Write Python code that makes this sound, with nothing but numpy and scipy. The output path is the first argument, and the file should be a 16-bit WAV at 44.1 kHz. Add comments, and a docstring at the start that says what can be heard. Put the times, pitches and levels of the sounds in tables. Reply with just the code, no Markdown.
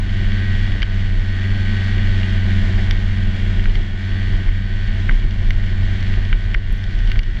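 """On a frozen lake, a snowmobile runs at speed, heard from a camera in a closed housing on its rider.
Wind buffets the housing, bumps shake it, and it clicks and knocks, ringing briefly in its modes.
The track hums and churns the snow, the engine rasps and whines as it revs, and the exhaust
drones in harmonics of the firing rate, coloured by the resonances of its pipe.
The camera's limiter ducks under the bumps and recovers slowly."""
import sys
import numpy as np
from scipy.fft import rfft, irfft, next_fast_len
from scipy.io import wavfile
from scipy.ndimage import uniform_filter1d, minimum_filter1d, map_coordinates

SR = 44100
rng = np.random.default_rng(int(sys.argv[2]) if len(sys.argv) > 2 else 0)


def materialize(psi):
    """Save the field psi as 16-bit PCM at rate SR to the path in sys.argv[1].

    A 1-D psi becomes a single channel; in a 2-D psi each row is a channel.
    """
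    bounded = np.clip(np.atleast_2d(psi).T, -1, 1)
    quanta = np.round(bounded * 32767).astype(np.int16)
    wavfile.write(sys.argv[1], SR, quanta)


N = 326340


def amp(db):
    """Decibel law: 20 dB is a tenfold amplitude."""
    return np.exp(np.asarray(db) * np.log(10) / 20)


def unit(x):
    """Normalisation to rms 1."""
    return x / np.sqrt(np.mean(x ** 2) + 1e-20)


def curves(rows):
    """Linear interpolation: one value per sample for each column after the time."""
    times, *columns = np.transpose(rows)
    return [np.interp(np.arange(N) / SR, times, column) for column in columns]


def wobble(rate):
    """Random modulation: a smooth curve through rate Gaussian knots a second."""
    knots = rng.standard_normal(int(N * rate / SR) + 4)
    coarse = np.arange(0, N + 64, 64)
    return np.interp(np.arange(N), coarse, map_coordinates(knots, [coarse * rate / SR]))


def filtered(x, response):
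    """Linear filtering: the spectrum of x times a frequency response."""
    size = next_fast_len(N + SR // 2)
    return irfft(rfft(x, size) * response(np.fft.rfftfreq(size, 1 / SR)), size)[:N]


def shaped(x, spectrum):
    """Spectral shaping by (frequency [Hz], gain [dB]) points on a log frequency axis."""
    points_hz, db = np.transpose(spectrum)
    return filtered(x, lambda hz: amp(np.interp(np.log(hz + 1), np.log(points_hz), db)))


def coloured(x, spectrum):
    """Colouring at constant power: x shaped, at rms 1."""
    return unit(shaped(x, spectrum))


def turns(rate_hz, jitter):
    """Phase, in cycles, is the integral of a slightly unsteady frequency."""
    return np.cumsum(rate_hz * (1 + jitter * wobble(45))) / SR


def harmonic(cycles, order, flutter_db, flutter_rate, scatter=0.27):
    """Amplitude modulation of one harmonic, at rms 1, its phase offset by up to about scatter cycles."""
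    offset = scatter * rng.uniform(-1.01, 1)
    tone = np.cos(2 * np.pi * (order * cycles + offset))
    return unit(tone * amp(flutter_db * wobble(flutter_rate)))


def resonance_db(hz, resonances):
    """Resonance: a partial gains level as its frequency nears a centre."""
    return sum(db / (1 + (2 * (hz - centre) / width) ** 4)
               for centre, width, db in resonances if abs(hz[0] - centre) < 300)


# Eddy pressure: (frequency [Hz], relative level [dB])
EDDY_SPECTRUM = [(8, -29), (15, -6.5), (25, 0.5), (35, 1), (46, -9.5), (62, -18), (80, -16), (125, -23.5),
                 (160, -33), (260, -43), (600, -90.5)]
# Wind strength between gusts: (time [s], level [dB])
WIND_LEVEL = [(0, -17), (1.1, -17.5), (1.4, -19.5), (2.1, -19), (2.4, -17.5), (3.7, -18), (4.03, -25.5),
              (4.25, -19.5), (5.1, -19), (5.8, -16), (6.7, -20.5), (7.4, -15)]

def wind(evenness=0.66, gust_db=1.8, gust_rate=13):
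    """Vortex shedding: eddies around the housing push on it in low, rolling bursts."""
    eddies = coloured(rng.standard_normal(N), EDDY_SPECTRUM)
    envelope = np.sqrt(np.abs(uniform_filter1d(eddies ** 2, size=SR // 14)) + 1e-4)
    level_db = curves(WIND_LEVEL)[0] + gust_db * wobble(gust_rate)
    return amp(level_db) * unit(eddies / envelope ** evenness)


def swell(t, length, skew=0.24):
    """Skewed Gaussian pulse near t = 0: quick to rise, slower to fade."""
    u = 2 * t / length + skew
    return np.exp(-(u / (1 + skew * np.sign(u))) ** 2)


# Bumps in the snow: (time [s], length [s], jolt [dB])
SNOW_BUMPS = [(0.767, .06, 5), (0.84, 0.072, 7), (1.193, 0.051, 5.5), (2.273, 0.048, 4),
              (2.642, 0.034, 4.5), (2.927, 0.071, 9), (3.372, 0.052, 4), (3.603, 0.058, 4),
              (3.689, 0.048, 9), (3.799, 0.1, 7.5), (4.144, 0.069, 5.5), (4.344, 0.08, 4.5),
              (4.487, 0.053, 10), (4.921, 0.098, 4.5), (5.13, 0.099, 10), (5.259, 0.042, 10.5),
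              (5.487, 0.084, 6.5), (6.194, 0.054, 10.5), (6.346, 0.065, 13.5), (6.568, 0.038, 11),
              (6.732, .05, 6.5), (7.001, 0.12, 1.5), (7.088, 0.068, 4), (7.197, 0.062, 11.5),
              (7.306, .06, 2.5)]

def jolts():
    """Superposition: the pulses of all bumps add to one jolt curve in dB."""
    t = np.arange(N) / SR
    return sum(db * swell(t - at, length) for at, length, db in SNOW_BUMPS)


def shake(mount_hz=30.1, gain_db=-16, detune=0.061):
    """Forced vibration: each bump swings the camera mount for a few cycles."""
    t, out = np.arange(SR // 2) / SR, np.zeros(N + SR)
    t = t - t.mean()
    for at, length, db in SNOW_BUMPS:
        hz = mount_hz * (1 + detune * rng.standard_normal())
        swing = swell(t, length) * np.sin(2 * np.pi * hz * t)
        out[round((at + t[0]) * SR):][:len(t)] += amp(gain_db + db) * swing
    return out[:N]


# Suspension thud: (frequency [Hz], relative level [dB])
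THUD_SPECTRUM = [(35, -22.5), (55, 1.5), (80, 4), (130, -3.5), (200, -17), (400, -24.5), (800, -57),
                 (1600, -120)]

def thuds(jolt_db, gain_db=-30):
    """Impact noise: skis and suspension thud raggedly through each bump."""
    ragged = rng.standard_normal(N) * amp(4.4 * wobble(60))
    return amp(gain_db) * (amp(jolt_db) - 1) * coloured(ragged, THUD_SPECTRUM)


# Modes of the housing: (frequency [Hz], level [dB], time to decay by 60 dB [s])
HOUSING_MODES = [(1200, -12, 0.013), (1573, 6.5, .013), (1887, -5, 0.022), (2055, 1, .017),
                 (2250, -2, 0.017), (2863, -3, 0.025), (3110, -2, 0.016), (3520, -7.5, 0.014),
                 (4440, -10.5, 0.021), (4780, -7, 0.012), (5580, -8, 0.011), (6000, -14, 0.0065),
                 (7000, -28.5, 0.0032), (8600, -22, 0.0047), (9300, -13.5, 0.005), (11700, -12.5, 0.0055),
                 (12900, -15, .005)]

def housing_ring(t, bright_hz, scatter_db=2.0, reach_octaves=0.95):
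    """Modal response to one impact: a shorter contact excites higher modes."""
    hz, db, t60 = np.transpose(HOUSING_MODES)[:, :, None]
    pitch_draw, level_draw = rng.standard_normal((2, len(hz), 1))
    excitation = 1 / (1 + (np.log2(hz / bright_hz) / reach_octaves) ** 2) ** 2
    decay = amp(db + scatter_db * level_draw - 60 * t / t60)
    waves = np.sin(2 * np.pi * hz * (1 + 0.0095 * pitch_draw) * (t - 0.86 / bright_hz))
    onset = 1 - np.exp(-(1.74 * bright_hz * t) ** 2)  # the contact builds over about a cycle
    return onset * np.sum(excitation * decay * waves, axis=0)


# Faint ticks of the housing: (start [s], end [s], ticks [count], level [dB], brightness [Hz])
TICK_SPANS = [(0, 6.7, 28, -36, 2940), (6.7, 7.4, 24, -47.5, 4500)]

def faint_ticks(gap_s=0.00077, spread_db=5, rebound_db=-6):
    """Random arrivals: ticks scattered uniformly over each span, as rows like HOUSING_CLICKS."""
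    return [(start + when * (end - start), db + spread_db * (force - .5), hz,
             gap_s * (spacing + .5), rebound_db)
            for start, end, ticks, db, hz in TICK_SPANS
            for when, force, spacing in rng.random((round(ticks), 3))]


# Clicks and knocks of the camera housing, dull to sharp:
# (time [s], level [dB], brightness [Hz], gap between touches [s], first rebound [dB])
HOUSING_CLICKS = [(.3205, -30.5, 3180, .0009, -3), (.8207, -19.5, 3000, 0.000448, -2.5),
                  (.8289, -15.5, 3300, 0.00127, -3), (.8302, -20, 1400, 0.00072, -9),
                  (1.9819, -30, 3000, 0.00036, -6), (2.2318, -27, 2900, 0.00072, -8),
                  (2.9103, -17.5, 3753, 0.000554, -5), (2.9104, -43, 11000, .0003, -9),
                  (3.5957, -29.5, 2898, 0.00035, -10), (3.6567, -23, 1800, .0006, -18),
                  (3.7548, -25, 3300, 0.0009, -2), (4.49, -29, 2200, .0009, -1),
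                  (5.0906, -22, 1799, 0.00044, -9), (5.0944, -14, 1746, 0.00053, -6.5),
                  (5.1103, -24, 1791, .0010, -1), (5.3095, -33, 3700, 0.00146, -12),
                  (5.5067, -19, 3250, 0.000489, -4), (5.507, -49.5, 12010, .0003, -9),
                  (6.0278, -32, 3753, .00049, -7), (6.1392, -28.5, 2527, .00082, -7),
                  (6.2522, -31.5, 3300, .0006, -6), (6.3286, -18, 2127, 0.00135, -12),
                  (6.3326, -27, 2200, 0.00032, -9), (6.5437, -21, 2720, 0.00039, -2),
                  (6.5472, -11, 1949, 0.0005, -7), (6.727, -43, 11400, .00034, -11),
                  (6.766, -55, 12000, .0005, -9), (6.779, -48, 6800, .0005, -9),
                  (6.8398, -31.5, 4340, 0.00058, 1), (6.9105, -34.5, 3200, .00124, -4),
                  (6.9895, -37, 4200, .0008, -3), (7.075, -33, 3790, 0.0015, -4),
                  (7.1, -32, 3207, 0.000718, -7), (7.1172, -21.5, 3180, 0.000456, -7),
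                  (7.118, -49.5, 12000, .0003, -7), (7.1583, -29, 2400, .0009, -6),
                  (7.1919, -17, 3280, .00043, -9), (7.1925, -48, 10500, 0.00055, -6),
                  (7.2327, -30, 4300, 0.00135, -1), (7.3365, -45, 3800, .0007, -4),
                  (7.37, -31, 2707, .0009, -1)]
# Transmission of a click through the wall: (frequency [Hz], gain [dB])
WALL_TRANSMISSION = [(3500, -0.5), (4050, -4.5), (4500, -3.5), (6300, -2), (6800, -9.5), (8200, -8),
                     (10500, -2), (13200, -3.5), (15000, -14)]

def housing_clicks(touches=3):
    """Repeated impact: each click is a few quick touches that set the housing ringing."""
    t, out = np.arange(SR // 20) / SR, np.zeros(N + SR)
    for at, db, bright_hz, gap, rebound_db in list(HOUSING_CLICKS) + faint_ticks():
        ring = housing_ring(t, bright_hz)
        click = sum(amp(rebound_db * k * k) * np.interp(t - k * gap, t, ring, left=0)
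                    for k in range(touches))
        attack_rms = np.std(click[:130])  # the first 3 ms
        out[round(at * SR):][:len(t)] += amp(db) * click / attack_rms
    return shaped(out[:N], WALL_TRANSMISSION)


# Cogs meeting the belt: (time [s], meshing rate [Hz], level [dB])
COG_MESHING = [(0, 203.2, -34), (.55, 211.6, -33.5), (1.2, 203, -40.5), (1.6, 213.1, -31.5),
               (2.25, 212.9, -32), (2.65, 203.6, -29), (3.05, 208, -34.5), (3.45, 205.7, -30),
               (4.05, 203.8, -32.5), (4.55, 209.3, -40), (5.05, 205, -32.5), (5.45, 206.9, -41.5),
               (6.1, 213.2, -37), (6.4, 211.3, -39), (7.4, 213.7, -46.5)]

def track_hum(jolt_db, slip_per_db=.004, dip_per_db=.5):
    """Meshing tone: cogs meet the belt at a rate set by ground speed, slipping on bumps."""
    cog_hz, hum_db = curves(COG_MESHING)
    cycles = turns(cog_hz, jitter=0.0043 + slip_per_db * jolt_db)
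    hum = harmonic(cycles, order=1, flutter_db=2.4, flutter_rate=18)
    return amp(hum_db - dip_per_db * jolt_db) * hum


# Churned snow: (frequency [Hz], relative level [dB])
CHURN_SPECTRUM = [(60, -21.5), (110, 10.5), (160, -1), (220, 4), (260, -2.5), (370, 1), (480, -12),
                  (650, -8), (950, -14), (1300, -17.5), (2500, -51), (8000, -120)]

def snow_churn(effort_db, jolt_db, cruise_db=-37):
    """Modulated noise: the track's lugs churn the snow, harder with effort and on bumps."""
    lumpy = rng.standard_normal(N) * amp(1.12 * wobble(40))
    return amp(cruise_db + 0.91 * effort_db + 0.32 * jolt_db) * coloured(lumpy, CHURN_SPECTRUM)


# The engine's clatter, strongest at 1.5-2.3 kHz, fading above: (frequency [Hz], relative level [dB])
RASP_SPECTRUM = [(700, -43.5), (1300, -13.5), (1550, -1.8), (1900, 0.4), (2300, -1.25), (2550, -9.5),
                 (2850, -5), (3200, -4.5), (3850, -10.5), (4150, -13.5), (4400, -13.5), (5000, -17.5),
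                 (6400, -24.5), (7500, -27.5), (8200, -36.5), (9400, -37), (10800, -47.5), (12500, -53),
                 (14000, -81.5)]

def rasp(cycles, effort_db, cruise_db=-38, pulse_db=0.5, grain_db=1.2):
    """Periodically modulated noise: the grainy clatter of engine and drive swells at each firing."""
    beat = amp(pulse_db * np.cos(2 * np.pi * cycles) + grain_db * wobble(500))
    level_db = cruise_db + 1.12 * effort_db + 0.6 * wobble(16)
    return amp(level_db) * coloured(beat * rng.standard_normal(N), RASP_SPECTRUM)


# Partials of the whine: (order [multiple of the firing rate], relative level [dB])
WHINE_PARTIALS = [(11, -24.5), (12, -18), (13, -16), (15, -16), (16, -5.5), (17, -7), (18, -18.5),
                  (19, -6.5), (20, -2.5), (21, -7.5), (22, -27), (23, -23), (24, -15.5), (26, -15.5),
                  (28, -20.5), (30, -14), (32, -13.5), (33, -19), (34, -14.5), (35, -22), (36, -13.5),
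                  (38, -25.5), (40, -19.5), (41, -21), (45, -25.5), (46, -21), (47, -20.5), (48, -27)]
# Resonances of the hood: (frequency [Hz], width [Hz], gain [dB])
HOOD_RESONANCES = [(2750, 36, 4), (3310, 45, 8.5), (4336, 110, 3.5)]

def whine(cycles, firing_hz, effort_db, gain_db=-41, cruise_hz=94, db_per_hz=2, strongest_order=20):
    """Phase coherence: partials near the strongest keep in step and buzz once per firing."""
    partials = np.zeros(N)
    for order, db in WHINE_PARTIALS:
        scatter = min(.08 * abs(order - strongest_order), .4)
        tone = harmonic(cycles, order, flutter_db=1.35, flutter_rate=9, scatter=scatter)
        partials += amp(db + resonance_db(order * firing_hz, HOOD_RESONANCES)) * tone
    revving_db = 0.98 * effort_db + db_per_hz * (firing_hz - cruise_hz)
    return amp(gain_db + revving_db) * partials


# Fundamental of the exhaust: (time [s], level [dB])
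DRONE_LEVEL = [(0, -22), (.3, -20), (.55, -18), (.73, -21.5), (1.0, -20), (1.2, -22), (1.4, -19),
               (1.7, -18.5), (2.7, -17), (3.1, -21), (3.55, -18.5), (3.9, -26), (4.2, -19), (4.7, -23.5),
               (5.05, -20.5), (5.16, -27.5), (5.3, -22), (5.49, -24), (5.6, -22.5), (6.15, -19.5),
               (6.37, -23), (6.5, -24.5), (6.68, -27), (7.1, -26), (7.4, -26.5)]
# Its overtones: (order [multiple of the firing rate], level re the fundamental [dB])
EXHAUST_OVERTONES = [(3, -28.5), (4, -32.5), (5, -38.5), (6, -39), (7, -37), (8, -40.5), (9, -40.5),
                     (10, -44), (11, -51.5), (14, -47)]
# Resonances of the pipe: (frequency [Hz], width [Hz], gain [dB])
PIPE_RESONANCES = [(648.6, 20, 4.5), (1011, 40, 13), (1295, 40, 5.5)]

def exhaust(cycles, firing_hz, jolt_db, octave_db=-14.5, dip_per_db=0.34):
    """Source and filter: the pipe's resonances lift overtones of a drone that dips on bumps."""
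    drone = harmonic(cycles, order=1, flutter_db=0.5, flutter_rate=16)
    drone += amp(octave_db) * harmonic(cycles, order=2, flutter_db=1.5, flutter_rate=12)
    for order, db in EXHAUST_OVERTONES:
        tone = harmonic(cycles, order, flutter_db=0.5, flutter_rate=9)
        drone += amp(db + resonance_db(order * firing_hz, PIPE_RESONANCES)) * tone
    return amp(curves(DRONE_LEVEL)[0] - dip_per_db * jolt_db) * drone


# Engine speed: (time [s], firing rate [Hz])
FIRING_RATE = [(0, 92.7), (.2, 94.2), (.43, 95.4), (.6, 95.2), (.8, 94.67), (1.2, 93.3), (1.38, 94.7),
               (1.5, 95.15), (1.68, 94.95), (1.92, 94.95), (2.18, 94.45), (2.37, 94.2), (2.6, 92.2),
               (2.8, 93.4), (3.04, 93.47), (3.18, 94.3), (3.33, 92.2), (3.5, 92), (3.64, 91.46),
               (3.93, 92.2), (4.15, 95.4), (4.3, 94.53), (4.4, 94), (4.5, 93.8), (4.62, 94.97),
               (4.87, 94.87), (5.02, 92.6), (5.3, 92.23), (5.5, 93.1), (5.82, 93.05), (6.05, 94.33),
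               (6.3, 93.5), (6.55, 94.37), (6.9, 93.73), (7.2, 94.3), (7.4, 93.7)]

def engine(effort_db, jolt_db):
    """Phase locking: exhaust, whine and rasp all follow one firing cycle."""
    firing_hz, = curves(FIRING_RATE)
    cycles = turns(firing_hz, jitter=.0003)
    return (exhaust(cycles, firing_hz, jolt_db) + whine(cycles, firing_hz, effort_db)
            + rasp(cycles, effort_db))


# How hard the machine works: (time [s], effort re cruising [dB])
MACHINE_EFFORT = [(0, -0.7), (.3, 1.2), (.55, 1.5), (1.15, -0.5), (1.6, 2.1), (2.7, 3), (3.05, -0.2),
                  (3.6, 1), (3.95, -2.5), (4.14, 0.5), (4.32, 0.7), (4.65, -3.5), (5.0, 0.5), (5.35, -2),
                  (6.1, 0.8), (6.65, -4), (7.1, -1.5), (7.4, -2)]

def scene():
    """Superposition: machine, wind, bumps and clicks add at one microphone."""
    effort_db, = curves(MACHINE_EFFORT)
    jolt_db = jolts()
    machine = engine(effort_db, jolt_db) + track_hum(jolt_db) + snow_churn(effort_db, jolt_db)
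    return (machine + wind() + shake() + thuds(jolt_db) + housing_clicks())[None]


def record(dry):
    """Peak limiting: the camera's gain ducks at once and recovers slowly; a low-pass follows."""
    ceiling, recover_db_per_s, top_hz = 0.58, 19, 15100
    over_db = 20 * np.log10(np.maximum(np.abs(dry[0]) / ceiling, 1))
    recovery_db = recover_db_per_s * np.arange(N) / SR
    duck_db = np.maximum.accumulate(over_db + recovery_db) - recovery_db
    held_gain = minimum_filter1d(amp(-duck_db), size=SR // 300)
    gain = uniform_filter1d(held_gain, size=SR // 300)
    return filtered(dry[0] * gain, lambda hz: hz < top_hz)[None]


dry = scene()
out = record(dry)
materialize(out)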